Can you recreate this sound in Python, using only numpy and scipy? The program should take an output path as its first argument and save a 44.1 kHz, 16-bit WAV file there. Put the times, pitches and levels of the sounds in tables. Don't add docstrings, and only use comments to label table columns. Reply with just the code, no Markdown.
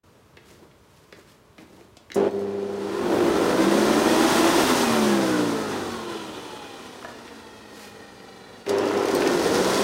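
import sys
import numpy as np
from scipy import signal
from scipy.fft import rfft, irfft, next_fast_len
from scipy.io import wavfile
from scipy.ndimage import uniform_filter1d, map_coordinates

SR = 44100
rng = np.random.default_rng(int(sys.argv[2]) if len(sys.argv) > 2 else 0)


def transcribe(signal):
    frames = np.atleast_2d(signal).T
    limited = np.clip(frames, -1, 1)
    pcm = np.round(limited * 32767).astype(np.int16)
    wavfile.write(sys.argv[1], SR, pcm)


N = 433503
TIME = np.arange(N) / SR
MAINS_HZ = 50
FULL_SPEED = 80
JOLT_S, SAG_S = 0.12, 0.03

# (frequency [Hz], bandwidth [Hz], gain [dB])
SHELL_MODES = [(188, 40, 7.5), (338, 62, 9), (490, 115, 4), (680, 390, -3)]
# (on [s], off [s], target speed [turns/s])
RUNS = [(2.155, 4.64, 108.2), (8.665, 10, 107)]
# (hum [dB], rattle [dB], buzz [dB], crackle [dB], current rise [s], jolt [dB],
# hum lost at full speed [dB], sideband gain in the chatter [dB])
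DRIVE = [(-25.5, -33, -49, -70, 0.011, 4, 10, 23.5), (-14.5, -22, -28.5, -41, 0.031, -1, 23.5, 19.5)]
# (frequency [Hz], relative level [dB])
RUSH_SPECTRUM = [(300, -51), (600, 0), (800, 4), (1020, 8.5), (1170, 2), (1350, 5), (1600, -2), (1850, 0),
                 (2200, -5), (3000, -5.5), (4500, -19), (8000, -45)]


def amp(db):
    return 10 ** (np.asarray(db) / 20)


def unit(x):
    return x / np.sqrt(np.mean(x ** 2) + 1e-20)


def along(points, hz):
    f, v = np.transpose(points)
    return np.interp(np.log(hz + 1), np.log(f + 1), v)


def bell(x, centre, width):
    return np.exp(-((x - centre) / width) ** 2)


def wobble(rate, size=N):
    return map_coordinates(rng.standard_normal(int(size * rate / SR) + 4), [TIME[:size] * rate])


def filtered(x, response):
    size = next_fast_len(len(x) + 8192)
    return irfft(rfft(x, size) * response(np.fft.rfftfreq(size, 1 / SR)), size)[:len(x)]


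def resonate(x, modes):
    return filtered(x, lambda f: sum(
        (-1) ** k * amp(db) * 1j * f * width / (hz * hz - f * f + 1j * f * width)
        for k, (hz, width, db) in enumerate(modes)))


def noise(spectrum, envelope=1):
    return unit(filtered(envelope * rng.standard_normal(N), lambda hz: amp(along(spectrum, hz))))


def room_tone():
    # (frequency [Hz], relative level [dB])
    spectrum = [(15, -42), (25, -46), (50, -4), (101, 0), (198, -4), (297, -8), (433, -3.5), (523, -9.5),
                (582, -6.5), (762, -14.5), (997, -9.5), (1850, -19.5), (4500, -24.5), (15500, -35.5)]
    return amp(-55) * noise(spectrum)


def knocks():
    # (time [s], crack peak [dB], main pitch [Hz], thump weight [dB], ring t60 [s])
    contacts = [(.370, -37, 2340, 4, 0.039), (.712, -47.5, 2500, -7, .047), (1.125, -34.5, 2270, 5.5, 0.03),
                (1.581, -39, 2300, 6.5, 0.058), (1.809, -45, 1780, 12, 0.036), (1.969, -35, 4200, 3, .047),
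                (2.102, -30, 2500, -5, .02), (2.118, -23, 2840, -10, 0.017), (2.145, -27, 8200, 0, 0.07),
                (7.026, -30, 1200, -15, 0.02), (7.048, -27, 1290, -12, 0.018),
                (7.278, -33, 2400, -10, 0.08), (8.200, -38, 1690, 7, .047), (8.664, -27, 2530, 6, 0.055),
                (8.693, -19.5, 5330, -22, 0.057), (9.221, -15, 1980, -31, 0.022),
                (9.262, -19, 1660, -18, 0.077)]
    # (ratio to main pitch [1], gain [dB])
    plastic = [(.6, 12.5), (.78, 17), (1.1, 15.5), (1.52, 10.5), (2.1, 3.5)]
    out, t = np.zeros(N + SR), TIME[:SR // 2]
    for start, db, hz, thump_db, t60 in contacts:
        burst = rng.standard_normal(len(t)) * (amp(-60 * t / 0.0025) + amp(-60 * t / t60))
        crack = resonate(burst, [(ratio * hz, .36 * ratio * hz, gain) for ratio, gain in plastic])
        thump = resonate(rng.standard_normal(len(t)) * amp(-60 * t / 0.032), SHELL_MODES)
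        knock = crack / abs(crack).max() + amp(thump_db - 7) * thump / abs(thump).max()
        out[round(start * SR):][:len(t)] += amp(db) * knock
    return out[:N]


def reverberation(x):
    # (frequency [Hz], t60 [s])
    decay = [(150, 0.65), (1000, 0.7), (4000, 0.46), (14000, 0.051)]
    hz, t, spectra = signal.stft(rng.standard_normal(SR // 2), SR, nperseg=256)
    tail = signal.istft(spectra * amp(-60 * t / along(decay, hz)[:, None]), SR, nperseg=256)[1]
    return signal.fftconvolve(x, np.pad(tail, (200, 0)) / np.linalg.norm(tail))[:N]


def rubs():
    # (time [s], length [s], swish level [dB], rumble level [dB])
    strokes = [(0.517, 0.13, -55.5, -53.5), (.64, 0.083, -67, -50), (1.0, 0.33, -62.5, -74),
               (1.192, 0.061, -59, -51), (1.304, 0.13, -58.5, -69), (1.611, 0.059, -60, -48),
               (1.763, 0.22, -61.5, -49.5), (7.825, 0.19, -48, -66)]
    # (frequency [Hz], relative level [dB])
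    friction = [(500, -13), (1500, 5.5), (5000, 3), (9000, -2.5), (16000, -10)]
    swish_gain, rumble_gain = np.zeros(N), np.zeros(N)
    for centre, length, swish_db, rumble_db in strokes:
        stroke = bell(TIME, centre, length / 2)
        swish_gain += amp(swish_db) * stroke
        rumble_gain += amp(rumble_db) * stroke
    swish = noise(friction, amp(1.7 * wobble(150)))
    rumble = unit(resonate(rng.standard_normal(N), SHELL_MODES))
    return swish_gain * swish + rumble_gain * rumble


def powered():
    return sum((TIME > on) * (TIME < off) for on, off, _ in RUNS)


def pull():
    return uniform_filter1d(powered().astype(float), size=SR // 10)


def tipped():
    return np.interp(TIME, [5.9, 7.15], [0, 1])


def chatter_strength(speed):
    return bell(speed, 51, 8) * powered()


def blade_speed():
    step_s, motor_lag_s, coast_lag_s = .002, 1.385, .956
    max_acceleration = 54.5
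    coast_floor, brake_range = 21.98, 161
    clock, speeds, speed = np.arange(0, N / SR, step_s), [], 0
    for now in clock:
        speeds.append(speed)
        target = sum(top for on, off, top in RUNS if on <= now < off)
        if target:
            hesitation = 1 - .56 * bell(speed, 46, 2.5)
            speed += step_s * min(max_acceleration, (target - speed) / motor_lag_s) * hesitation
        else:
            excess = max(speed - coast_floor, 0)
            speed -= step_s * excess / coast_lag_s * (1 - excess / brake_range)
    return np.interp(TIME, clock, speeds)


def motor_hum(speed, angle):
    # (multiple of twice the mains frequency [1], relative level [dB])
    flat_partials = [(1, -20), (2, -6.5), (3, -21), (4, 2), (5, -10), (6, -22), (7, -26), (10, -30)]
    tipped_partials = [(1, -21), (2, -22.5), (3, -11), (4, 0), (5, -10), (6, -15), (9, -21), (11, -28)]
    voices = [(flat_partials, 0.054), (tipped_partials, 0.16)]
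    force_phase = 2 * np.pi * 2 * MAINS_HZ * TIME
    pulsing = 1 + 0.26 * np.cos(force_phase)
    out, spin = np.zeros(N), speed / FULL_SPEED
    for (on, off, _), drive, (partials, depth) in zip(RUNS, DRIVE, voices):
        hum_db, rattle_db, buzz_db, _, rise_s, jolt_db, fall_db, sideband_db = drive
        age = np.maximum(TIME - on, 0)
        gate = np.minimum(age / rise_s, 1) * (TIME < off)
        boost_db = jolt_db * np.interp(age, [JOLT_S, JOLT_S + SAG_S], [1, 0])
        sag_db = 8 * bell(age, JOLT_S + SAG_S, SAG_S) * (jolt_db > 0)
        hum = unit(sum(amp(db + wobble(13)) * np.sin(k * force_phase + rng.uniform(0, 2 * np.pi))
                       for k, db in partials))
        hum *= 1 + depth * (np.cos(angle) + np.cos(2 * angle))
        sidebands = sum(amp(db) * np.sin(k * force_phase - angle + .3 * wobble(20))
                        for k, db in partials[2:])
        hum += sidebands * amp(-13 + sideband_db * chatter_strength(speed))
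        hum *= amp(hum_db + boost_db - sag_db - fall_db * spin)
        rattle = amp(2.3 * boost_db - 9 * spin) * deck_rattle(pulsing, rattle_db, buzz_db)
        out += gate * (hum + rattle)
    return out


def deck_rattle(pulsing, rattle_db, buzz_db):
    # (frequency [Hz], relative level [dB])
    spectrum = [(25, -77), (100, -23), (180, -13.5), (260, -6), (340, -1), (420, -0.5), (560, -6),
                (800, -10.5), (1100, -21), (2000, -30), (5000, -40.5), (15000, -63)]
    return amp(rattle_db) * noise(spectrum, pulsing) + amp(buzz_db) * noise(RUSH_SPECTRUM, pulsing)


def surge():
    # (frequency [Hz], relative level [dB])
    spectrum = [(150, -18), (250, -3), (350, 3), (450, -14), (550, -1), (650, -11), (1050, -18),
                (1450, -21)]
    age = TIME - RUNS[0][0]
    buzz = sum(amp(along(spectrum, hz)) * np.sin(2 * np.pi * (hz * age + rng.random()))
               for hz in np.arange(3, 30, 2) * MAINS_HZ)
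    return amp(-28) * unit(buzz) * np.interp(age, [0, .004, JOLT_S, JOLT_S + SAG_S], [0, 1, 1, 0])


def sparks(speed):
    # (time [s], excitation level [dB])
    sharpest = [(8.784, -19), (8.822, -40), (8.875, -25), (8.886, -26), (8.906, -29), (8.936, -27),
                (8.972, -31), (9.112, -22), (9.273, -15), (9.394, -21), (9.553, -14.5), (9.697, -23),
                (9.775, -19)]
    events = list(sharpest)
    for (on, off, _), (_, _, _, crackle_db, *_) in zip(RUNS, DRIVE):
        peaks = np.arange(on, off, 1 / (2 * MAINS_HZ))
        scatter_db = 4 * np.clip(rng.standard_normal(len(peaks)), -2, 2)
        rise_db = 22.5 * np.interp(peaks, TIME, speed) / FULL_SPEED
        events += zip(peaks, crackle_db + rise_db + scatter_db)
    times, db = np.transpose(events)
    impulses = np.bincount((times * SR).astype(int), amp(db), N)[:N]
    envelope = signal.fftconvolve(impulses, amp(-60 * TIME[:SR // 20] / 0.022))[:N]
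    bursts = envelope * rng.standard_normal(N)
    return resonate(bursts, [(1710, 400, -1.0), (5400, 1800, -1.5), (12900, 4500, -43)])


def tones(orders, radiation, speed, angle, flutter_db, smear_rad, spread_rad=0, smear_rate=25):
    out = np.zeros(N)
    for order, db in orders:
        gain = amp(db + along(radiation, order * speed) + flutter_db * wobble(8))
        phase = order * angle + rng.uniform(0, 2 * np.pi)
        jitter = (smear_rad + spread_rad * order) * wobble(smear_rate)
        out += gain * np.sin(phase + jitter)
    return out


def rotor_tones(speed, angle):
    # (shaft order [1], level [dB], change under power [dB], doubled when tipped up)
    blade_orders = [(2, -36, -2), (3, -31, -3), (4, -37.5, -3), (5, -32.5, -8), (6, -41, -3), (7, -40, -5),
                    (8, -30, 2), (9, -45, -3), (10, -33, 2), (12, -42, -2), (16, -34, -1)]
    # (shaft order [1], level [dB])
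    fan_orders = [(20, -51), (24, -38.5), (32, -44.5), (40, -56), (56, -61)]
    # (shaft order [1], level [dB])
    slot_orders = [(72, -68), (80, -74), (96, -72), (120, -77), (144, -81), (168, -79), (192, -80)]
    # (frequency [Hz], gain [dB])
    deck = [(70, -13), (95, -1), (115, -3), (135, -6), (160, -7), (185, 1), (205, 8), (230, 9), (255, 6),
            (285, 7), (315, 11), (345, 12), (380, 3), (420, 5), (470, 0), (530, -1), (600, -5), (680, -3),
            (780, 1), (900, -4), (1030, -5), (1380, -10)]
    cowl = [(650, -11), (780, 1), (900, 3), (1020, 2), (1150, -5), (1300, -2), (2000, -2), (2200, -4),
            (2450, 5), (2750, 0), (3200, 5), (4700, 9)]
    casing = [(2150, -8), (2450, 1), (2700, -1), (3020, 2), (3400, 4), (3800, 4), (4200, 7), (4800, 5),
              (5400, 1), (6500, -1), (9000, -8)]
    # (speed [turns/s], blade gain [dB], fan gain [dB], slot gain [dB])
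    growth = [(5, -70, -50, -30), (23, -30, -13, 13), (33, -28, -12, 10), (45, -14, -1, 10), (60, 0, 0, 0),
              (75, 0, 1, -5), (88, -3, 2, -10)]
    speeds, *curves = np.transpose(growth)
    blade_gain, fan_gain, slot_gain = [amp(np.interp(speed, speeds, db)) * (speed > 0) for db in curves]
    load = pull()
    driven = [(order, db + change * load * (1 + tipped())) for order, db, change in blade_orders]
    blade = tones(driven, deck, speed, angle, flutter_db=1.5, smear_rad=.03, spread_rad=.03)
    fan = amp(-load) * tones(fan_orders, cowl, speed, angle, flutter_db=2, smear_rad=.3)
    slots = amp(-14 * load) * tones(slot_orders, casing, speed, angle, flutter_db=2,
                                    smear_rad=7.5 * (speed / FULL_SPEED) ** 3, smear_rate=60)
    roughness = 1 + .35 * (np.cos(angle) + wobble(120))
    return blade_gain * blade + roughness * (fan_gain * fan + slot_gain * slots)


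def speed_law(speed, full_db, decade_db, tipped_db, powered_db):
    decades = np.log10(np.maximum(speed, 1) / FULL_SPEED)
    return amp(full_db + decade_db * decades + tipped_db * tipped() + powered_db * pull()) * (speed > 0)


def turbulence(speed, pulsing):
    # (frequency [Hz], relative level [dB])
    roar_spectrum = [(20, -66), (35, -48), (55, -17.5), (110, -11), (165, -13.5), (220, -5), (275, -1),
                     (338, -3.5), (385, 1.5), (430, -5), (560, -6), (720, -11), (1500, -24), (3000, -47)]
    hiss_spectrum = [(1500, -9), (2800, -9), (3300, 4), (3800, 2.5), (4200, 1.5), (5200, 1.5), (5700, 1.5),
                     (6400, 1), (7200, -3.5), (9000, -2.5), (11500, -11.5), (16000, -15.5)]
    fizz_spectrum = [(2000, -25), (4500, -10), (9000, -7), (12000, -2), (16000, -4)]
    roar_gain = speed_law(speed, full_db=-25.5, decade_db=47.5, tipped_db=-2, powered_db=-4.5)
    rush_gain = speed_law(speed, full_db=-26, decade_db=55.5, tipped_db=0, powered_db=0.2)
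    hiss_gain = speed_law(speed, full_db=-30.5, decade_db=61, tipped_db=3.5, powered_db=-0.44)
    fizz_gain = speed_law(speed, full_db=-43, decade_db=125, tipped_db=-2, powered_db=-2)
    brush_gain = amp(-60) * powered()
    roar = roar_gain * noise(roar_spectrum, pulsing)
    rush = rush_gain * noise(RUSH_SPECTRUM, pulsing)
    hiss = np.hypot(hiss_gain, brush_gain) * noise(hiss_spectrum, pulsing)
    fizz = fizz_gain * noise(fizz_spectrum, pulsing)
    return roar + rush + (hiss + fizz) * amp(0.38 * wobble(11))


def cavity_boom(speed):
    cavity = [(330.5, 19.4, 0)]
    gain = speed_law(speed, full_db=-42.5, decade_db=57, tipped_db=-3, powered_db=16.5)
    return gain * unit(resonate(resonate(rng.standard_normal(N), cavity), cavity))


def bearings(speed, angle):
    # (frequency [Hz], bandwidth [Hz], gain [dB])
    housing_modes = [(461.5, 42, 13), (807, 49, 3), (1373, 160, 0.5), (2000, 200, -9.5), (2370, 47, -4.5),
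                     (3020, 100, -17), (3200, 110, -11), (4340, 2000, -12.5), (8500, 690, -43)]
    casing_modes = [(2440, 50, 0.5), (3000, 150, -0.5), (3360, 180, 0.5), (4140, 73, -5.5),
                    (4460, 140, -11)]
    grit = rng.standard_normal(N) * amp(0.3 * np.cos(angle) + 1.2 * wobble(180) + 1.27 * wobble(12))
    gain = speed_law(speed, full_db=-43, decade_db=14.5, tipped_db=-0.5, powered_db=1.5)
    shake = amp(11 * bell(speed, 59, 21.2))
    housing = gain * shake * unit(resonate(grit, housing_modes))
    rasp = amp(-47.5) * bell(speed, 40, 7.9) * (1 - powered()) * unit(resonate(grit, casing_modes))
    plate = amp(-56.5) * tipped() * unit(resonate(grit, [(1852, 30, 0)]))
    return housing + rasp + plate


def ticks():
    # (time [s], peak level [dB])
    contacts = [(2.310, -41), (2.333, -44), (2.364, -48), (2.393, -40), (2.408, -44), (9.056, -25),
                (9.150, -16), (9.161, -26), (9.433, -28), (9.474, -25)]
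    # (frequency [Hz], relative level [dB])
    modes = [(4350, 1), (5250, -4), (6150, -1), (8350, -2), (12400, -7), (14200, -11)]
    out, t = np.zeros(N + SR), TIME[:SR // 8]
    for start, db in contacts:
        ring = sum(amp(level + rng.normal(0, 1.8))
                   * np.sin(2 * np.pi * hz * t + 0.63 * wobble(900, size=len(t))) for hz, level in modes)
        burst = 1.3 * rng.standard_normal(len(t)) * amp(-60 * t / .015)
        tick = ring * amp(-60 * t / 0.043) + burst
        out[round(start * SR):][:len(t)] += amp(db) * tick / abs(tick).max()
    return out[:N]


def deck_chatter(speed, angle):
    gain = amp(-34.5) * chatter_strength(speed) * (1 - tipped())
    return gain * noise(RUSH_SPECTRUM, 1 + .5 * np.cos(angle))


def deck_shudder(speed, pulsing):
    # (frequency [Hz], relative level [dB])
    spectrum = [(30, -70), (60, -14), (110, -24), (160, -10.5), (250, -3.5), (340, 2.5), (400, -4),
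                (450, -7), (560, -6), (720, -12), (1500, -23), (3000, -45.5)]
    onset = 1 / (1 + np.exp((45.1 - speed) / .9))
    return amp(-23 - 3.5 * tipped()) * powered() * onset * noise(spectrum, pulsing)


def clack():
    # (frequency [Hz], relative level [dB], t60 [s])
    modes = [(670, 4, .07), (950, -4, .05), (1217, -6, .06), (1714, 2, .085)]
    age = np.maximum(TIME - 7.047, 0)
    ring = sum(amp(db - 60 * age / t60) * np.sin(2 * np.pi * hz * age + 0.39 * wobble(200))
               for hz, db, t60 in modes) * (age > 0)
    return amp(-25) * ring / abs(ring).max()


def scene():
    speed = blade_speed()
    angle = 2 * np.pi * np.cumsum(speed) / SR
    rotor = rotor_tones(speed, angle)
    pulsing = (1 + 0.023 * np.cos(2 * angle) + 0.03 * np.cos(angle)) * amp(0.78 * wobble(30))
    air = turbulence(speed, pulsing) + cavity_boom(speed)
    deck = deck_chatter(speed, angle) + deck_shudder(speed, pulsing)
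    motor = bearings(speed, angle) + motor_hum(speed, angle)
    transients = knocks() + sparks(speed) + ticks() + clack()
    mono = room_tone() + rotor + air + deck + motor + surge()
    mono += transients + amp(-6.5) * reverberation(transients) + rubs()
    return np.array([mono, mono])


def record(dry):
    cutoff_hz = 15800
    fade_in = amp(np.interp(TIME, [.03, .038], [-32, 0]))
    return np.array([filtered(side * fade_in, lambda hz: hz < cutoff_hz) for side in dry])


dry = scene()
out = record(dry)
transcribe(out)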